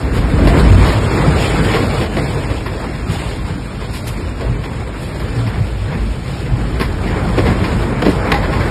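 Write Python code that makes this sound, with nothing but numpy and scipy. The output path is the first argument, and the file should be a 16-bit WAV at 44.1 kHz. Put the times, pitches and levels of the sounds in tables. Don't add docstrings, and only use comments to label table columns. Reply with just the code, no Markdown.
import sys
import numpy as np
from scipy import signal
from scipy.fft import rfft, irfft
from scipy.io import wavfile
from scipy.ndimage import uniform_filter1d, minimum_filter1d

SR = 44100
rng = np.random.default_rng(int(sys.argv[2]) if len(sys.argv) > 2 else 0)


def bounce(signal):
    frames = np.transpose(np.atleast_2d(signal))
    limited = np.clip(frames, -1, 1)
    pcm = np.round(limited * 32767).astype(np.int16)
    wavfile.write(sys.argv[1], SR, pcm)


def how_loud(loudness_db):
    steps = np.asarray(loudness_db, float) / 20
    return 10 ** steps


N = 383669
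TIME_S = np.arange(N) / SR


# start_s, wind_db, grit_db (grit carried in the air)
GUSTS = [(0.0, -26.5, -42.5), (0.36, -20, -35), (0.53, -14.5, -34.5), (0.7, -18, -28), (0.99, -20, -31.5),
         (1.62, -17.5, -27.5), (2.69, -25.5, -36.5), (3.2, -27, -39), (3.78, -29.5, -39.5),
         (4.09, -28, -38.5), (4.63, -28, -42), (5.31, -26.5, -38), (5.89, -30, -40.5), (6.86, -26.5, -39.5),
         (7.49, -19, -34.5), (7.8, -22.5, -35.5), (8.29, -21, -37), (8.7, -19.5, -36)]
# middle_s, roar_lift_db, grit_lift_db, half_length_s
SURGES = [(.01, 4, 6.5, 0.025), (0.166, 3.5, 6.5, .03), (0.502, -1, 4.5, 0.057), (0.595, 3, 6, 0.017),
          (0.874, 5, 3, 0.051), (1.256, 3, 0.5, .05), (1.431, 1.5, 5, 0.041), (2.099, -4.5, -4.5, 0.04),
          (2.659, -2, -2.5, .06), (2.857, 3.5, -0.5, .04), (4.363, -2, -2, 0.027), (6.242, -1.5, 0, .06),
          (6.605, 3, 0, 0.035), (3.142, 1, 6.5, 0.036), (3.26, 2.5, 6, 0.065), (3.5, 2, 1.5, 0.026),
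          (3.625, -3.5, -1.5, 0.033), (3.958, -6.5, 6, .025), (4.088, -1.5, 5.5, 0.016),
          (4.643, 2.5, 3.5, 0.022), (5.031, 0.5, 3, .03), (5.548, 2, -2.5, 0.045), (5.934, 5.5, -1, 0.033),
          (6.394, 0, 2, 0.068), (6.49, 2, -3, .03), (7.15, 3, -0.5, .07), (7.954, 0.5, -4, 0.046),
          (8.11, -2.5, 4.5, 0.037), (8.267, 3, -0.5, 0.12), (8.33, 0.5, -2.5, 0.024)]


def wind():
    wind_db, grit_db = in_time(GUSTS)
    wind_db, grit_db = wind_db + 24, grit_db + 37
    roar_push_db, grit_push_db = 0, 0
    for middle_s, roar_lift_db, grit_lift_db, half_s in SURGES:
        surge = swell(middle_s, half_s)
        roar_push_db = roar_push_db + roar_lift_db * surge
        grit_push_db = grit_push_db + grit_lift_db * surge
    slap, eddies, flutter = slaps(), drift(7.2), drift(62)
    buffet_level = np.hypot(how_loud(-23.5 + 0.55 * wind_db), slap)
    rumble_level = how_loud(-21.5 + wind_db) + how_loud(-12.5) * slap
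    roar_level = how_loud(-25.5 + 0.93 * wind_db + 0.14 * grit_db + roar_push_db)
    grit_level = how_loud(-35 + 0.93 * grit_db + grit_push_db)
    return (buffet_level * buffet(eddies) + rumble_level * rumble(eddies, flutter)
            + roar_level * roar(eddies, flutter) + grit_level * grit(eddies, flutter))


# middle_s, level_db
SLAPS = [(.04, -15), (.21, -12), (.44, -7), (.66, -6), (0.803, -7.5), (1.312, -14), (1.581, -17.5),
         (1.872, -26.5), (1.049, -21), (2.56, -20.5), (3.058, -23.5), (3.37, -17.5), (3.89, -24.5),
         (4.22, -19.5), (4.48, -16.5), (4.81, -26), (7.29, -18), (5.28, -20), (5.602, -18), (5.782, -18.5),
         (6.04, -14), (6.55, -15), (6.72, -15.5), (6.9, -15.5), (7.09, -18), (7.469, -13.5), (7.769, -16),
         (8.11, -18.5), (8.43, -16), (8.62, -22)]


def slaps():
    power = sum((how_loud(level_db - 1) * swell(middle_s, 0.076)) ** 2 for middle_s, level_db in SLAPS)
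    return np.sqrt(power)


# pitch_hz, level_db (per Hz)
AIR_TONE = [(15, -35), (25, -2), (60, -6), (108, -4.5), (217, -12.5), (455, -14), (596, -18), (2150, -26.5)]


def buffet(eddies):
    port_hz, port_width_hz = 51.3, 11
    hum = ring(rng.standard_normal(N), port_hz, np.log(1000) / np.pi / port_width_hz)
    push = turbulence(AIR_TONE, 26.1, 81.8, 0.33 * eddies, 0.14, 2.0)
    sound = rms_one(1.4 * rms_one(band(hum, 48.5, 100)) + push)
    return sound / np.sqrt(uniform_filter1d(sound ** 2, size=SR // 12) + 0.083)


# middle_s, lift_db
HEAVES = [(.05, 1), (.45, 3), (.97, 2.5), (1.46, -3.5), (1.85, -0.5), (2.0, -1), (2.22, 4), (2.6, -4),
          (2.9, 1.5), (3.33, -6.5), (3.55, 6), (3.8, -0.5), (4.2, 1.5), (4.38, -5.5), (4.66, 2), (5.3, 2),
          (5.8, -3.5), (5.93, 5), (6.08, -3.5), (6.28, 3.5), (6.45, -0.5), (6.85, 1.5), (7.07, -1),
          (7.45, 1.5), (7.63, 1.5), (7.8, -1), (8.48, -3.5), (8.58, 3), (8.69, -6.5)]


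def rumble(eddies, flutter):
    heave_db = sum(lift_db * swell(middle_s, 0.038) for middle_s, lift_db in HEAVES)
    return turbulence(AIR_TONE, 84.2, 313.3, 0.5 * eddies + 0.5 * flutter + heave_db, 2.02, 8)


def roar(eddies, flutter):
    return turbulence(AIR_TONE, 311.7, 2336, 0.6 * eddies + 0.74 * flutter, 1.53, 11.5)


# pitch_hz, level_db (per Hz)
GRIT_TONE = [(2200, 0), (5000, -7.5), (7200, -13), (9500, -11.5), (12500, -40), (15200, 11)]


def grit(eddies, flutter):
    return turbulence(GRIT_TONE, 2257, 15030, 0.55 * eddies + 0.7 * flutter, 1.23, 44)


# start_s, peak_db, weight_db, dying_time_s (to fall 60 dB)
BOARDS = [(0.656, -27, 25, 0.1), (1.169, -14.5, 10, .34), (1.73, -7, 7, 0.32), (2.008, -13.5, 10, .2),
          (2.167, -17.5, 10.5, 0.36), (2.496, -16.5, 10, 0.11), (3.807, -19, 1, .25),
          (4.407, -23.5, 12.5, 0.39), (5.902, -21.5, -1, 0.59), (6.455, -22.5, -5, .28),
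          (7.068, -17, -5, .25), (7.376, -8.5, 10.5, .15), (7.45, -12.5, 11, .3), (7.635, -10, -4, .25),
          (8.021, -17, 16, 0.15), (8.048, -9.5, -5, .18), (8.065, -19.5, 16, 0.29), (8.265, -16, 0, 0.15),
          (8.335, -11.5, -15, .3), (8.428, -12, 0.5, .22), (8.525, -12.5, -14, 0.29),
          (8.598, -12.5, -2, .2)]
# start_s, peak_db, brittleness_db, dying_time_s
SHEETS = [(0.13, -19, -11, 0.41), (0.213, -30.5, -18, 0.2), (0.47, -7, -13.5, 0.11),
          (0.858, -10, -13.5, .26), (2.657, -13, -16, 0.19), (2.928, -19.5, -22.5, 0.19),
          (3.079, -26.5, -13, 0.68), (3.385, -27.5, -23, 0.18), (3.934, -19, -8, .3), (4.068, -21, -4, .2),
          (4.191, -25.5, -14.5, 0.46), (4.638, -22, -18, 0.17), (5.001, -31, -4.5, 0.46),
          (5.197, -19.5, -12, 0.19), (5.315, -38, -15, 0.061), (5.463, -18, -16.5, .27),
          (5.539, -19.5, -31, 0.16), (6.803, -9, -13.5, 0.21), (7.739, -26, -19, 0.13),
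          (8.091, -16, -11.5, 0.16), (8.357, -15, -19, 0.1)]
# start_s, peak_db, weight_db, brittleness_db
CRACKS = [(0.471, -10, 9, -17.5), (2.167, -14.5, 7, -24), (3.932, -26, 1, -10.5), (4.069, -27.5, -6, -10),
          (4.408, -18, 4, -24), (4.637, -20, -1, -21), (4.657, -23, -7.5, -19), (6.798, -15, 5.5, -16.5),
          (6.811, -10.5, 8, -20), (8.02, -10, -8, -23.5), (8.063, -15.5, 17.5, -22),
          (8.081, -15.5, 10, -21), (8.318, -0.5, -6, -26), (8.341, -10.5, -3.5, -23)]


def crashes():
    out = np.zeros(N)
    for start_s, peak_db, weight_db, t60 in BOARDS:
        hit = crash(peak_db, weight_db, -20 - 0.26 * weight_db, -24, t60)
        add_at(out, start_s, hit)
    for start_s, peak_db, brittle_db, t60 in SHEETS:
        hit = crash(peak_db, -2, brittle_db, 6 + 1.5 * brittle_db, t60)
        add_at(out, start_s, hit)
    for start_s, peak_db, weight_db, brittle_db in CRACKS:
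        hit = crash(peak_db, weight_db, brittle_db, 3 + 1.05 * brittle_db, 0.035)
        add_at(out, start_s, hit)
    return out


# pitch_hz, level_db, dying_time_s
SIDING = [
    (488, -3, 0.074),
    (1092, 9.5, 0.025),
    (2020, -4, 0.061),
    (3330, -10, 0.024),
]


def crash(peak_db, dull_db, bright_db, fizz_db, t60):
    t = np.arange(SR // 2) / SR
    splinters = rng.standard_normal(len(t)) * how_loud(2.4 * rng.exponential(1, len(t)))
    rise, fall = 1 - np.exp(-t / (0.024 * t60)), how_loud(-60 * t / max(t60, 0.02))
    shower = rms_one(splinters) * rise * fall
    body = sum(how_loud(level_db - 38.5) * ring(shower, hz, decay_s) for hz, level_db, decay_s in SIDING)
    middle = how_loud(3.5) * band(shower, 550, 2500) + body
    dull = how_loud(dull_db + 8) * band(shower, 190, 630)
    bright = how_loud(bright_db + 6) * band(shower, 2500, 5000)
    fizz = how_loud(fizz_db - 1.5) * band(shower, 5500, 11500)
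    short_lift_db = 7.0 * (t60 < 0.1)
    return how_loud(peak_db + short_lift_db) * (middle + dull + bright + fizz)


# start_s,
# peak_db, pitch_hz, dying_time_s (to fall 60 dB)
THUDS = [(0.698, 2.5, 92.3, 0.5), (0.781, -8, 126, 0.14), (1.277, 6.5, 152, 0.091),
         (1.567, -12, 136, 0.073), (2.346, -8.5, 141.5, 0.091), (3.084, -9, 96, 0.29),
         (4.477, -9, 120, 0.38), (5.361, -6, 115.7, 0.62), (5.889, -5, 144, 0.13), (6.518, -4, 117.6, 0.32),
         (7.393, -12, 101, 0.28), (7.608, -1.5, 101, 0.12), (8.063, -0.5, 182, 0.12),
         (5.601, 5, 109, 0.079), (6.162, -5.5, 135, 0.053), (8.078, -13, 171, 0.14),
          (8.079, -16, 151, 0.048), (8.063, -3, 380, 0.13), (8.074, -3, 282, .09), (8.082, -3, 310, 0.071),
          (8.32, -9.5, 800, 0.1), (8.342, -4.5, 810, .12), (.33, -3.5, 150, 0.18), (.8, -4.5, 150, .12),
          (3.09, -6.5, 155, .15), (3.5, -9, 170, .1), (7.615, -5, 180, .14), (2.02, -10, 200, .12),
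          (1.34, -7, 95, .15), (.5, -7.5, 680, .12)]


def thuds():
    out, t = np.zeros(N), np.arange(SR // 2) / SR
    for start_s, peak_db, hz, t60 in THUDS:
        shape = (1 - np.exp(-t / 0.0063)) * how_loud(-60 * t / max(t60, 0.03))
        add_at(out, start_s, how_loud(peak_db - 1.0) * shape * np.sin(2 * np.pi * hz * t))
    return out


def turbulence(spectrum, low_hz, high_hz, eddies_db, own_db, rate):
    count = int(3 * np.log2(high_hz / low_hz))
    edges = np.geomspace(low_hz, high_hz, count + 1)
    points_hz, points_db = np.transpose(spectrum)
    white, out = rng.standard_normal((2, N)), 0
    for k, (low, high) in enumerate(zip(edges, edges[1:])):
        level_db = np.interp(np.log(low * high) / 2, np.log(points_hz), points_db)
        flicker_db = own_db * drift(rate)
        out = out + how_loud(level_db + flicker_db) * band(white[k % 2], low, high)
    return rms_one(out * how_loud(eddies_db))


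def drift(rate):
    r = np.exp(-80 * np.pi * rate / SR)
    slow = signal.lfilter([1], [1, -2 * r, r * r], rng.standard_normal(N // 40 + 2002))[2000:]
    return np.interp(np.arange(N) / 40, np.arange(len(slow)), rms_one(slow))


def swell(middle_s, half_s):
    return np.exp(-0.5 * ((TIME_S - middle_s) / max(half_s, 0.01)) ** 2)


def ring(x, hz, t60):
    r, w = how_loud(-60 / (t60 * SR)), 2 * np.pi * hz / SR
    return signal.lfilter([0, np.sin(w)], [1, -2 * r * np.cos(w), r * r], x + 1e-18)


def band(x, low_hz, high_hz):
    return signal.sosfilt(signal.butter(2, [low_hz, high_hz], "band", fs=SR, output="sos"), x)


def rms_one(x):
    return x / np.sqrt(np.mean(x ** 2) + 1e-20)


def in_time(rows):
    start_s, *columns = np.transpose(rows)
    return [np.interp(TIME_S, start_s, column) for column in columns]


def add_at(out, start_s, sound):
    at = round(start_s * SR)
    out[at:at + len(sound)] += sound[:N - at]


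def scene():
    return (wind() + crashes() + thuds())[None]


# low_hz, high_hz, depth_db
TREBLE_DIPS = [
    (5390, 6720, -12.5),
    (12900, 14450, -31),
]


def treble_dips(plain):
    hz, spectrum = np.arange(N // 2 + 1) * SR / N, rfft(plain)
    for low_hz, high_hz, depth_db in TREBLE_DIPS:
        inside = np.clip(np.minimum(hz - low_hz, high_hz - hz) / 250, 0, 1)
        spectrum = spectrum * how_loud(depth_db * inside)
    dipped = irfft(spectrum, N)
    hiss_power = uniform_filter1d(band(plain, 7140, 14000) ** 2, size=SR // 40) + 1e-12
    roar_power = uniform_filter1d(band(plain, 500, 2500) ** 2, size=SR // 40) + 1e-12
    hiss_db = 10 * np.log10(hiss_power / roar_power ** 0.8)
    brighter_db = hiss_db - uniform_filter1d(hiss_db, size=SR // 2)
    sudden = np.clip((brighter_db - 3.5) / 4.5, 0, 1)
    return dipped + 1.1 * sudden * (plain - dipped)


# pitch_hz, step_db (over the mean spectrum)
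STEPS = [(300, -20), (2200, -5), (2750, 7.5), (3200, 8), (3700, 5), (4800, 5.5), (6200, 6.5), (7600, 5.5),
         (9600, 6), (10800, 9), (12000, 8), (14800, 8)]
# start_s, step_change_db
STEP_CHANGES = [(0, -.6), (.9, 1.2), (5.0, 1.2), (5.4, -1.6), (8.1, -1.6), (8.2, .3), (8.7, .3)]


def coarse_steps(x, plain):
    size, group, top_hz = 1024, 8, 15120
    k, n = np.arange(size) + 0.5, np.arange(2 * size) + 0.5
    window = np.sin(np.pi * n / 2 / size)
    basis = window[:, None] * np.cos(np.pi / size * np.outer(n + size / 2, k))
    count = N // size + 2
    at = np.arange(count)[:, None] * size + np.arange(2 * size)
    tones, shape = (np.pad(v, (size, 2 * size))[at] @ basis for v in (x, plain))
    hz = k * SR / 2 / size
    loud = minimum_filter1d(np.mean(shape[:, 120:450] ** 2, axis=1), size=7)
    mean = uniform_filter1d(np.median(shape ** 2 / loud[:, None], axis=0), size=25)
    wander = uniform_filter1d(rng.standard_normal((count, size // group)), size=5, axis=0)
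    table_hz, table_db = np.transpose(STEPS)
    step_db = np.interp(np.log(hz), np.log(table_hz), table_db)
    step_db = step_db + 4.5 * np.repeat(wander, group, axis=1)
    change_db = np.interp(np.arange(count) * size / SR, *np.transpose(STEP_CHANGES))
    step = np.sqrt(loud[:, None] * mean) * how_loud(step_db + change_db[:, None])
    height = np.abs(tones) / step
    strong = np.sqrt(np.mean(height.reshape(count, -1, group) ** 2, axis=2)) > 0.45
    kept = np.sign(tones) * np.floor(height + 0.27) * step
    kept = kept * np.repeat(strong, group, axis=1) * (hz < top_hz)
    slices = kept @ basis.T * 2 / size
    return (slices[1:, :size] + slices[:-1, size:]).ravel()[:N]


def top_cut(x):
    return signal.sosfilt(signal.butter(12, 15240, fs=SR, output="sos"), x)


def record(dry):
    plain = signal.sosfilt(signal.butter(4, 40, "high", fs=SR, output="sos"), dry[0])
    x = coarse_steps(treble_dips(plain), plain)[None]
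    knee = 5.4
    mix = x / (1 + np.abs(x) ** knee) ** (1 / knee)
    return top_cut(mix)


dry = scene()
out = record(dry)
bounce(out)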